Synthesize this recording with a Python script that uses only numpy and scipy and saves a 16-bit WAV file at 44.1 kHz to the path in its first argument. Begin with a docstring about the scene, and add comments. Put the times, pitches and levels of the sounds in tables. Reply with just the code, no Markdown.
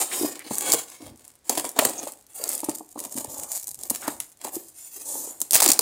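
"""Opening a taped parcel, close up

A taped cardboard parcel is turned and opened on a cloth-covered table, close to a phone in a small room.
Hands, scissors and flaps rub as filtered noise and stick-slip grains; creases tick as short noise bursts.
Knocks swing a flap and ring the box's modes, and shoves and blows make the table boom softly.
Buckling cardboard cracks in noise bursts; at the end packing tape rips off plastic wrap in a stutter of them."""
import sys
import numpy as np
from scipy import signal
from scipy.fft import rfft, irfft
from scipy.io import wavfile
from scipy.ndimage import map_coordinates

SR = 44100
rng = np.random.default_rng(int(sys.argv[2]) if len(sys.argv) > 2 else 0)


def file_out(sig):
    """Save sig as 16-bit WAV at sys.argv[1]."""
    # one column per channel
    cols = np.atleast_2d(sig).T
    # limit, then scale
    lim = np.clip(cols, -1, 1)
    pcm = np.round(lim * 32767).astype(np.int16)
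    wavfile.write(sys.argv[1], SR, pcm)


N = 256216
TIME = np.arange(N) / SR

# spectrum of the still air in the room: (frequency [Hz], level [dB])
AIR_SPECTRUM = [(25, -11), (90, -13.5), (170, -14), (300, -16), (1000, -23), (3000, -28.5), (8000, -27.5),
                (16000, -37.5)]
# cardboard faces close by that mirror the sound: (extra delay [s], level [dB])
NEARBY_FACES = [(.00062, -21), (.00168, -8.5), (.0029, -7.5), (.0043, -20.5)]
# shoves of the box along the table: (start [s], length [s], level [dB])
SHOVES = [(1.002, 0.14, -58), (1.783, 0.075, -54.5), (3.112, 0.31, -55.5), (3.297, 0.91, -63)]
# modes that the cardboard box rings with: (frequency [Hz], width [Hz], level [dB])
BOX_MODES = [(135, 14, -1), (219.7, 118, -2), (280, 46, 5), (357, 46, 1.5), (543, 109, 3), (606, 135, 0.5),
             (803, 150, 4), (903, 200, 2), (1080, 184, -6), (1214, 130, -13)]
# blows on the box:
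# (time [s], flap thump [dB], flap tone [Hz], wall clatter [dB], rustle after it [dB])
KNOCKS = [(0.2108, -19.5, 345, -46, -54), (0.231, -20, 327, -33, -44), (0.244, -18, 307, -30, -33),
          (.464, -37, 300, -54, -59), (0.508, -24.5, 218, -30.5, -35.5), (.737, -28.5, 282, -25, -50),
          (.745, -22, 470, -42, -53), (1.004, -41, 292, -59, -66), (1.023, -35, 292, -66, -54),
          (1.496, -32.5, 292, -27, -27), (1.574, -24, 330, -29.5, -29), (1.643, -39, 387, -33.5, -34.5),
          (1.788, -23, 275, -14.5, -28.5), (1.822, -21, 620, -30, -28.5), (1.852, -22, 271, -26, -27.5),
          (2.031, -35, 265, -36, -43), (2.068, -33, 588, -35.5, -45), (2.631, -29, 310, -33.5, -40),
          (2.686, -17.5, 310, -31, -38), (2.806, -35, 303, -39, -79), (2.957, -35, 288, -38, -51.5),
          (2.974, -34, 297, -42, -64), (3.059, -37.5, 272, -58, -61), (3.153, -30, 255, -62, -57),
          (3.176, -29, 263, -50, -39.5), (3.245, -44, 280, -36.5, -47.5), (3.907, -27.5, 249, -35.5, -41),
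          (4.078, -23.5, 287, -25, -53), (4.447, -45, 445, -32.5, -39), (4.474, -51, 472, -35.5, -60),
          (4.565, -25, 344, -46, -46), (5.152, -42.5, 377, -39, -47), (5.272, -40, 397, -47, -50.5),
          (5.619, -48, 335, -22, -39), (5.661, -24, 360, -25.5, -33), (5.69, -21, 282, -49, -31),
          (5.792, -26, 462, -30.5, -36)]
# edges and fingers rasping over board or squeaking on film, and the rough mid-pitched body
# of two loud cracks: (start [s], length [s], level [dB], centre [Hz], width [Hz])
SCRAPES = [(0, 0.038, -35, 774, 254), (.113, 0.031, -35.5, 2200, 1800), (0.388, 0.042, -46, 2020, 900),
           (0.618, 0.066, -53, 714, 450), (1.03, 0.13, -52.5, 276, 89), (1.762, .03, -35.5, 680, 305),
           (1.787, .014, -21, 1690, 1520), (1.978, 0.021, -32, 6450, 700), (2.075, 0.024, -49, 1010, 600),
           (2.393, 0.08, -42.5, 530, 298), (3.335, 0.16, -57, 1080, 343), (3.498, 0.0796, -48.5, 700, 300),
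           (4.019, 0.09, -42, 1120, 960), (4.075, 0.015, -38, 1500, 1160), (4.201, 0.0057, -37, 2380, 2600),
           (4.956, 0.078, -54.5, 378, 148), (4.436, 0.062, -50.5, 820, 680), (5.053, 0.25, -39, 7770, 2060),
           (5.097, 0.27, -55.5, 564, 440)]
# rubs of hands, scissors and flaps: (start [s], length [s], film hiss [dB], paper rasp [dB],
# board rumble [dB], lone crackles relative to the hiss [dB])
RUBS = [(0, 0.0067, -22.5, -28.5, -35, -7), (0.075, 0.18, -28.5, -36, -39, -23),
        (0.272, 0.097, -53, -46, -48.5, 6), (0.42, 0.1, -60, -45, -53.5, -3),
        (0.48, 0.14, -33, -41, -47.5, 2.5), (0.597, 0.12, -33, -32, -33, -11),
        (0.706, 0.091, -34.5, -35, -52, -8.5), (0.853, 0.098, -53.5, -49, -58.5, -6),
        (0.986, .09, -61, -51.5, -48.5, -5), (1.146, 0.15, -58.5, -61, -64, 6),
        (1.439, 0.1, -49, -51, -57.5, 0.5), (1.747, 0.083, -38, -36.5, -35.5, 0),
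        (1.861, 0.14, -41, -42.5, -42, 1), (2.028, .06, -41, -48.5, -56, 2),
        (2.103, 0.055, -53, -60, -61, 6), (2.284, 0.048, -52.5, -58, -63.5, -1),
        (2.338, 0.077, -38.5, -50.5, -55.5, -24), (2.391, 0.16, -33.5, -41, -45.5, -1.5),
        (2.738, 0.018, -38, -68, -53, 5), (2.845, 0.073, -54.5, -72, -71, 15),
        (2.975, 0.069, -37, -46.5, -43.5, 5), (3.083, 0.093, -39, -55, -52.5, 6),
        (3.154, 0.039, -33, -53, -42, 1), (3.282, .06, -36.5, -53, -47, -1),
        (3.327, 0.12, -39.5, -52.5, -47.5, 2), (3.475, 0.1, -32.5, -49, -68, 2.5),
        (3.665, 0.0093, -32.5, -56, -61, 18), (3.77, .1, -42.5, -55.5, -52.5, -2),
        (3.931, 0.034, -39, -45, -68, 2), (3.982, 0.14, -39, -47.5, -47, -3.5),
        (4.195, 0.018, -41, -44.5, -67, 3), (4.253, 0.035, -53, -84, -69, 10),
        (4.393, 0.058, -49, -49, -54, -1), (4.433, 0.014, -35.5, -55, -53, 7),
        (4.514, 0.046, -38.5, -54, -47.5, -12), (4.567, 0.12, -48, -75, -66, -2),
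        (4.73, 0.15, -43.5, -55, -72, -15), (4.89, 0.14, -39.5, -52.5, -62.5, -12),
        (5.029, 0.17, -33, -56, -45.5, -10), (5.195, 0.13, -41.5, -56, -52.5, -18),
        (5.357, 0.13, -48, -56.5, -59, 1), (5.51, 0.095, -38, -30.5, -39.5, -6),
        (5.616, 0.078, -37, -28.5, -35, 6)]
# spectrum of friction on plastic film: (frequency [Hz], level [dB])
FILM_SPECTRUM = [(150, -50), (2500, -22), (4300, -6), (5600, -4), (7000, 6.5), (9000, 5.5), (12000, 1),
                 (15000, 3), (16000, -50)]
# spectrum of the papery rasp: (frequency [Hz], level [dB])
PAPER_SPECTRUM = [(100, -55), (700, 5.5), (1400, -1), (2200, 2.5), (3200, 2), (4500, 3.5), (7000, -2.5)]
# creases of tape and wrap that snap out singly: (time [s], level [dB])
SINGLE_TICKS = [(.289, -29), (.3933, -25.5), (.5545, -18), (.5835, -10), (.701, -14.5), (.9011, -31),
                (1.0694, -36), (1.2506, -36), (1.2792, -32), (1.6917, -19), (1.7164, -30), (1.8957, -19),
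                (2.121, -26), (2.479, -21), (2.4921, -11.5), (2.5362, -18), (2.5534, -16.5), (2.6168, -30),
                (2.695, -15.5), (3.0024, -19.5), (3.2463, -20.5), (3.3673, -43), (3.3825, -22.5),
                (3.6805, -22), (3.7452, -24.5), (3.8354, -18.5), (3.899, -14), (3.9026, -6.5),
                (4.2022, -14), (4.5555, -23), (5.4041, -18.5), (5.416, -8), (5.5092, -7), (5.5222, -10.5)]
# flurries of creases as tape is crumpled or cut: (start [s], length [s], level [dB])
FLURRIES = [(0.52, .05, -23), (0.603, .03, -21), (2.474, .095, -18), (2.573, .08, -19), (3.0, .2, -40),
            (3.287, .2, -40), (3.515, .075, -20.5), (3.618, .105, -25.5), (3.778, .055, -29.5),
            (4.208, .1, -42)]
# cracks of buckling cardboard and tears of tape:
# (start [s], length [s], level [dB], papery rasp relative to the bright part [dB])
CRACKS_AND_TEARS = [(0.72, 0.0042, -8.5, -30), (0.728, 0.022, -9, -6.5), (1.495, .004, -12, -15),
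                    (1.574, 0.012, -25, 4.5), (1.651, 0.0043, -29.5, -0.5), (1.79, 0.005, -12, 3),
                    (1.851, 0.0064, -11, -2), (2.03, 0.0066, -27.5, -1.5), (2.439, 0.0043, -15, -26),
                    (4.079, 0.0031, -18, -4), (5.532, 0.021, -8, -10), (5.554, 0.01, -7, -4),
                    (5.565, 0.016, -15.5, -3.5), (5.6027, .005, -3, -1), (5.611, .003, -17, -5),
                    (5.62, .037, -9, -7), (5.661, 0.0044, -8, -4), (5.678, 0.0038, -3, -17),
                    (5.6873, 0.0095, -8.5, -9), (5.7025, 0.0024, -5, -11), (5.717, 0.005, -4.5, -13.5),
                    (5.733, 0.013, -18, -19), (5.7912, 0.0052, -2, -15)]
# spectrum of the bright part of cracks and tears: (frequency [Hz], level [dB])
BRIGHT_SPECTRUM = [(100, -60.5), (1500, -32), (3200, -14), (4500, -3.5), (5600, -6), (7300, 2), (9500, -1),
                   (12000, -10), (14000, -5.5), (16000, -10)]

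AIR_DB = -64.5
# a rub swells over a share of its length, holds, and dies away
SWELL_SHARE, RELEASE_S = 0.39, 0.038
# a knock leaves the taped walls rustling; paper and board relative to the film
SETTLE_S, SETTLE_PAPER_DB, SETTLE_BOARD_DB = 0.042, -2.5, -2
CREASE_HZ, CREASE_SCATTER_OCT = 9300, 0.044
FLURRY_GAP_S = 0.024
# the bent tape keeps relaxing with faint stray ticks
STRAY_DB, STRAY_SCATTER_DB = -47, 7
# cracks and tears run in bursts a few milliseconds apart that weaken along the way
BURST_S, BURST_GAP_S, BURST_JITTER = 0.0012, 0.0046, 0.28
BURST_SCATTER_DB, SPENT_DB_PER_S = 3.5, 123.5


def undb(db):
    """Decibels to gain."""
    return 10 ** (np.asarray(db) / 20)


def unit(x):
    """Scale to rms 1."""
    return x / np.sqrt(np.mean(x ** 2) + 1e-18)


def lasting(x, seconds):
    """Scale a short sound to the energy of rms 1 held for so long."""
    return x * np.sqrt(seconds * SR / (np.sum(x ** 2) + 1e-18))


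def add(track, s, sound):
    """Mix a sound into a track at time s."""
    i = int(np.clip(s * SR, 0, N - 1))
    track[i:i + len(sound)] += sound[:N - i]


def butter(x, hz, kind):
    """Second-order Butterworth filter."""
    return signal.sosfilt(signal.butter(2, hz, kind, fs=SR, output="sos"), x)


def colour(x, points, size=1024):
    """Causal filter of unit energy through (Hz, dB) points."""
    hz, db = np.transpose(points)
    grid = np.maximum(np.fft.rfftfreq(size, 1 / SR), 1)
    level_db = np.interp(np.log(grid), np.log(hz), db)
    # folding the cepstrum onto positive times gives minimum phase
    cepstrum = irfft(np.log(undb(level_db)))
    cepstrum[1:size // 2] *= 2
    cepstrum[size // 2 + 1:] = 0
    response = irfft(np.exp(rfft(cepstrum)))
    return signal.fftconvolve(x, response / np.linalg.norm(response))[:len(x)]


def resonate(x, hz, width):
    """One resonance, gain 1 at its centre."""
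    b, a = signal.iirpeak(min(hz, SR / 2 - 1000), hz / min(width, SR / 4), fs=SR)
    return signal.lfilter(b, a, x)


def walk(rate):
    """A smooth random wander through rate points a second, spread 1."""
    knots = rng.standard_normal(8192)
    return unit(np.interp(TIME * rate, np.arange(len(knots)), knots))


def grains(rate, spread_db):
    """Tiny stick-slip releases at random moments, mostly small and a few large."""
    hit = rng.random(N) < rate / SR
    size = undb(spread_db * np.minimum(rng.exponential(size=N), 3.5))
    return unit(hit * size * rng.choice([-1, 1], N))


def stroke(s, length):
    """Power of one sliding movement: swell, hold, release."""
    t = TIME - s
    swell = np.clip(t / (SWELL_SHARE * length), 0, 1) ** 2
    return swell * np.exp(-2 * np.maximum(t - length, 0) / RELEASE_S)


def still_air():
    """Steady noise with the colour of the air in the room."""
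    return unit(colour(rng.standard_normal(N), AIR_SPECTRUM)) * undb(AIR_DB)


def room(x, low_t60=0.39, high_t60=0.3, low_db=-11.0, high_db=-14.5, split_hz=2500, size=22050):
    """A small furnished room: a short diffuse tail behind the direct sound."""
    t = np.arange(size) / SR
    noise = rng.standard_normal(size) * (t > .005)
    low = butter(noise, split_hz, "low")
    response = 0
    for band, t60, db in ((low, low_t60, low_db), (noise - low, high_t60, high_db)):
        fade = np.exp(-np.log(1000) * t / t60)
        response = response + undb(db) * band * fade / np.linalg.norm(fade)
    return x + signal.fftconvolve(x, response)[:N]


def mirrored(x, drift=0.0823, rate=3.5):
    """Reflections off flaps a hand's breadth away comb the sound; the teeth slide as the box moves."""
    out = x
    for delay, db in NEARBY_FACES:
        lag = delay * SR * (1 + drift * walk(rate))
        out = out + undb(db) * map_coordinates(x, [np.arange(N) - lag], order=3)
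    return unit(out)


def box(x, detune=1, low_hz=190, high_hz=1500):
    """The box's modes; small panels radiate little bass and the soft board eats the treble."""
    ring = 0
    for k, (hz, width, db) in enumerate(BOX_MODES):
        ring = ring + (-1) ** k * undb(db) * resonate(x, hz * detune, width)
    return butter(ring, [low_hz, high_hz], "band")


def table(blows, board, rumble_db=-31):
    """The table booms softly when the box on it is shoved, rubbed or knocked."""
    shove_power = sum(stroke(s, length) * undb(db) ** 2 for s, length, db in SHOVES)
    unsteady = undb(1.7 * np.tanh(walk(rate=60)))
    drag = (np.sqrt(shove_power) + undb(rumble_db) * board) * unsteady
    boom = resonate(resonate(grains(rate=160, spread_db=7.0), 100, 100), 72, 150)
    knocked = resonate(resonate(blows, 84, 70), 120, 90)
    return unit(boom) * drag + undb(-3) * knocked


def knocking(flap_s=0.0043, rise_s=0.0047, contact_s=0.0014, rattle_s=0.011, rattle_db=-16,
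             push_db=20, clatter_low_hz=420, thump_low_hz=110, size=6000):
    """A blow swings a flap briefly while the first push and the rough contact clatter through the walls."""
    t, out = np.arange(size) / SR, np.zeros(N)
    contact = np.exp(-t / contact_s) + undb(rattle_db) * np.exp(-t / rattle_s)
    push = undb(push_db) * (t == 0)
    flap_shape = (1 - np.exp(-t / rise_s)) * np.exp(-t / flap_s)
    for s, thump_db, hz, clatter_db, _ in KNOCKS:
        swing = butter(np.sin(2 * np.pi * hz * t) * flap_shape, thump_low_hz, "high")
        rough = rng.standard_normal(size) * contact
        detune = np.exp(0.1 * rng.standard_normal())
        walls = butter(box(push + rough, detune), clatter_low_hz, "high")
        add(out, s, lasting(swing, flap_s) * undb(thump_db))
        add(out, s, lasting(walls, rattle_s) * undb(clatter_db))
    return out


def scraping(catch_s=0.0018):
    """Chattering grains ring a patch of board or film under an edge, or give two loud cracks their body."""
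    out, chatter = np.zeros(N), grains(rate=2500, spread_db=0.5)
    for s, length, db, hz, width in SCRAPES:
        t = np.arange(int(length * SR)) / SR
        ramps = np.minimum(np.minimum(t, length - t) / catch_s, 1)
        rough = chatter[int(s * SR):][:len(t)] * ramps
        ringing = resonate(resonate(rough, hz, width), hz, 2 * width)
        add(out, s, unit(ringing) * undb(db))
    return out


def shifting(x, depth_db, rate, sharpness=0.035, count=40):
    """The flexing sheet changes shape, so its narrow resonances come and go."""
    out = x
    for hz in np.geomspace(900, 14500, count) * np.exp(.015 * rng.standard_normal(count)):
        gain = undb(depth_db * np.clip(walk(rate), -2, 1.5))
        out = out + (gain - 1) * resonate(x, hz, hz * sharpness)
    return unit(out)


def sliding(settle_crackle=0.39):
    """Strength of the friction on film, paper and board, and the share of it on film that crackles."""
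    rows, jolts = np.array(RUBS), np.zeros(N)
    strokes = np.array([stroke(s, length) for s, length in rows[:, :2]])
    for s, *_, rustle_db in KNOCKS:
        add(jolts, s, undb([rustle_db]) ** 2)
    # each jolt decays exponentially in power
    settle = signal.lfilter([1], [1, -np.exp(-2 / (SETTLE_S * SR))], jolts + 1e-18)
    rub_power = undb(rows[:, 2:5].T) ** 2
    settle_power = undb([0, SETTLE_PAPER_DB, SETTLE_BOARD_DB]) ** 2
    power = rub_power @ strokes + np.outer(settle_power, settle)
    crackle_share = 1 / (1 + undb(-rows[:, -1]) ** 2)
    crackly = (rub_power[0] * crackle_share) @ strokes + settle_crackle * settle
    film, paper, board = np.sqrt(power)
    return film, paper, board, np.clip(crackly / power[0], 0, 1)


def rubbing(film, paper, board, crackle_share):
    """Skin and flaps slide: hiss and lone crackles on film, rasp on paper, a rumble in the walls."""
    grip_db = 2.0 * walk(rate=110)
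    smooth = rng.standard_normal(N) + undb(-9.5) * grains(rate=3000, spread_db=8.0)
    slide = shifting(mirrored(smooth), depth_db=5.5, rate=9)
    crackle = mirrored(grains(rate=220, spread_db=5.0))
    friction = np.sqrt(1 - crackle_share) * slide + np.sqrt(crackle_share) * crackle
    rumble = unit(box(mirrored(grains(rate=1500, spread_db=3.5))))
    hiss = film * colour(friction, FILM_SPECTRUM)
    rasp = paper * colour(friction, PAPER_SPECTRUM)
    return (hiss + rasp + board * rumble) * undb(grip_db)


def creases(count=16, size=130):
    """Time and level of every snap: single ones, strays throughout, and those in each flurry."""
    moments = (np.arange(size) + rng.random(size)) * TIME[-1] / size
    levels = STRAY_DB + STRAY_SCATTER_DB * rng.uniform(-1.1, 1, size)
    snaps = list(SINGLE_TICKS) + list(zip(moments, levels))
    for start, length, db in FLURRIES:
        after = (np.arange(count) + rng.random(count)) * FLURRY_GAP_S
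        snaps += [(start + s, db) for s in after if s < length]
    return snaps


def crinkling(decay_s=0.00056, tail_s=0.0092, tail_db=-17, width_hz=6500, body_db=-19, size=700):
    """Each crease snaps with a sub-millisecond decay, shivers the sheet and taps the board under it."""
    t, out, taps = np.arange(size) / SR, np.zeros(N), np.zeros(N)
    shape = np.exp(-t / decay_s) + undb(tail_db) * np.exp(-t / tail_s)
    for s, db in creases():
        burst = rng.standard_normal(size) * shape
        hz = CREASE_HZ * 2 ** (CREASE_SCATTER_OCT * rng.standard_normal())
        snap = resonate(resonate(burst, hz, width_hz), hz, 1.23 * width_hz)
        add(out, s, lasting(snap, decay_s) * undb(db))
        add(taps, s, lasting(burst, decay_s) * undb(db))
    return out + undb(body_db) * colour(taps, PAPER_SPECTRUM) + undb(-5) * box(taps)


def cracking_and_tearing(rise_s=0.00015, release_s=0.002, sag_s=0.0079, tail_s=0.0028, tail_db=-23,
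                         size=2048):
    """Cardboard cracks or tape lets go in short noise bursts, singly or in a stutter."""
    t, out = np.arange(size) / SR, np.zeros(N)
    run = np.exp(-t / sag_s - np.maximum(t - BURST_S, 0) / release_s)
    shape = (1 - np.exp(-t / rise_s)) * (run + undb(tail_db) * np.exp(-t / tail_s))
    for start, length, db, rasp_db in CRACKS_AND_TEARS:
        s = 0
        while s < length:
            noise = rng.standard_normal(size) * shape
            bright = lasting(colour(noise, BRIGHT_SPECTRUM), BURST_S)
            rasp = lasting(colour(noise, PAPER_SPECTRUM), BURST_S)
            burst_db = db - SPENT_DB_PER_S * s + BURST_SCATTER_DB * rng.standard_normal()
            # a burst with less than a full gap left is weaker
            gain = np.sqrt(min((length - s) / BURST_GAP_S, 1)) * undb(burst_db)
            add(out, start + s, (bright + undb(rasp_db) * rasp) * gain)
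            s += BURST_GAP_S * np.exp(BURST_JITTER * rng.standard_normal())
    return out


def scene():
    """All the handling in the room, over still air; both channels are alike."""
    blows = knocking()
    film, paper, board, crackle_share = sliding()
    handling = table(blows, board) + blows + scraping()
    handling = handling + rubbing(film, paper, board, crackle_share)
    handling = handling + crinkling() + cracking_and_tearing()
    return np.tile(room(handling) + still_air(), (2, 1))


def record(dry, low_cut_hz=50, hollow_hz=165, hollow_width_hz=30, peak=.78, top_hz=15800):
    """The bass is thin with a hollow in it; the phone rounds the sharpest peaks and cuts the top."""
    thin = butter(dry, low_cut_hz, "high")
    thin = thin - resonate(thin, hollow_hz, hollow_width_hz)
    rounded = thin / (1 + (thin / peak) ** 4) ** (1 / 4)
    top_cut = signal.ellip(8, .1, 50, top_hz, fs=SR, output="sos")
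    return signal.sosfiltfilt(top_cut, rounded)


dry = scene()
out = record(dry)
file_out(out)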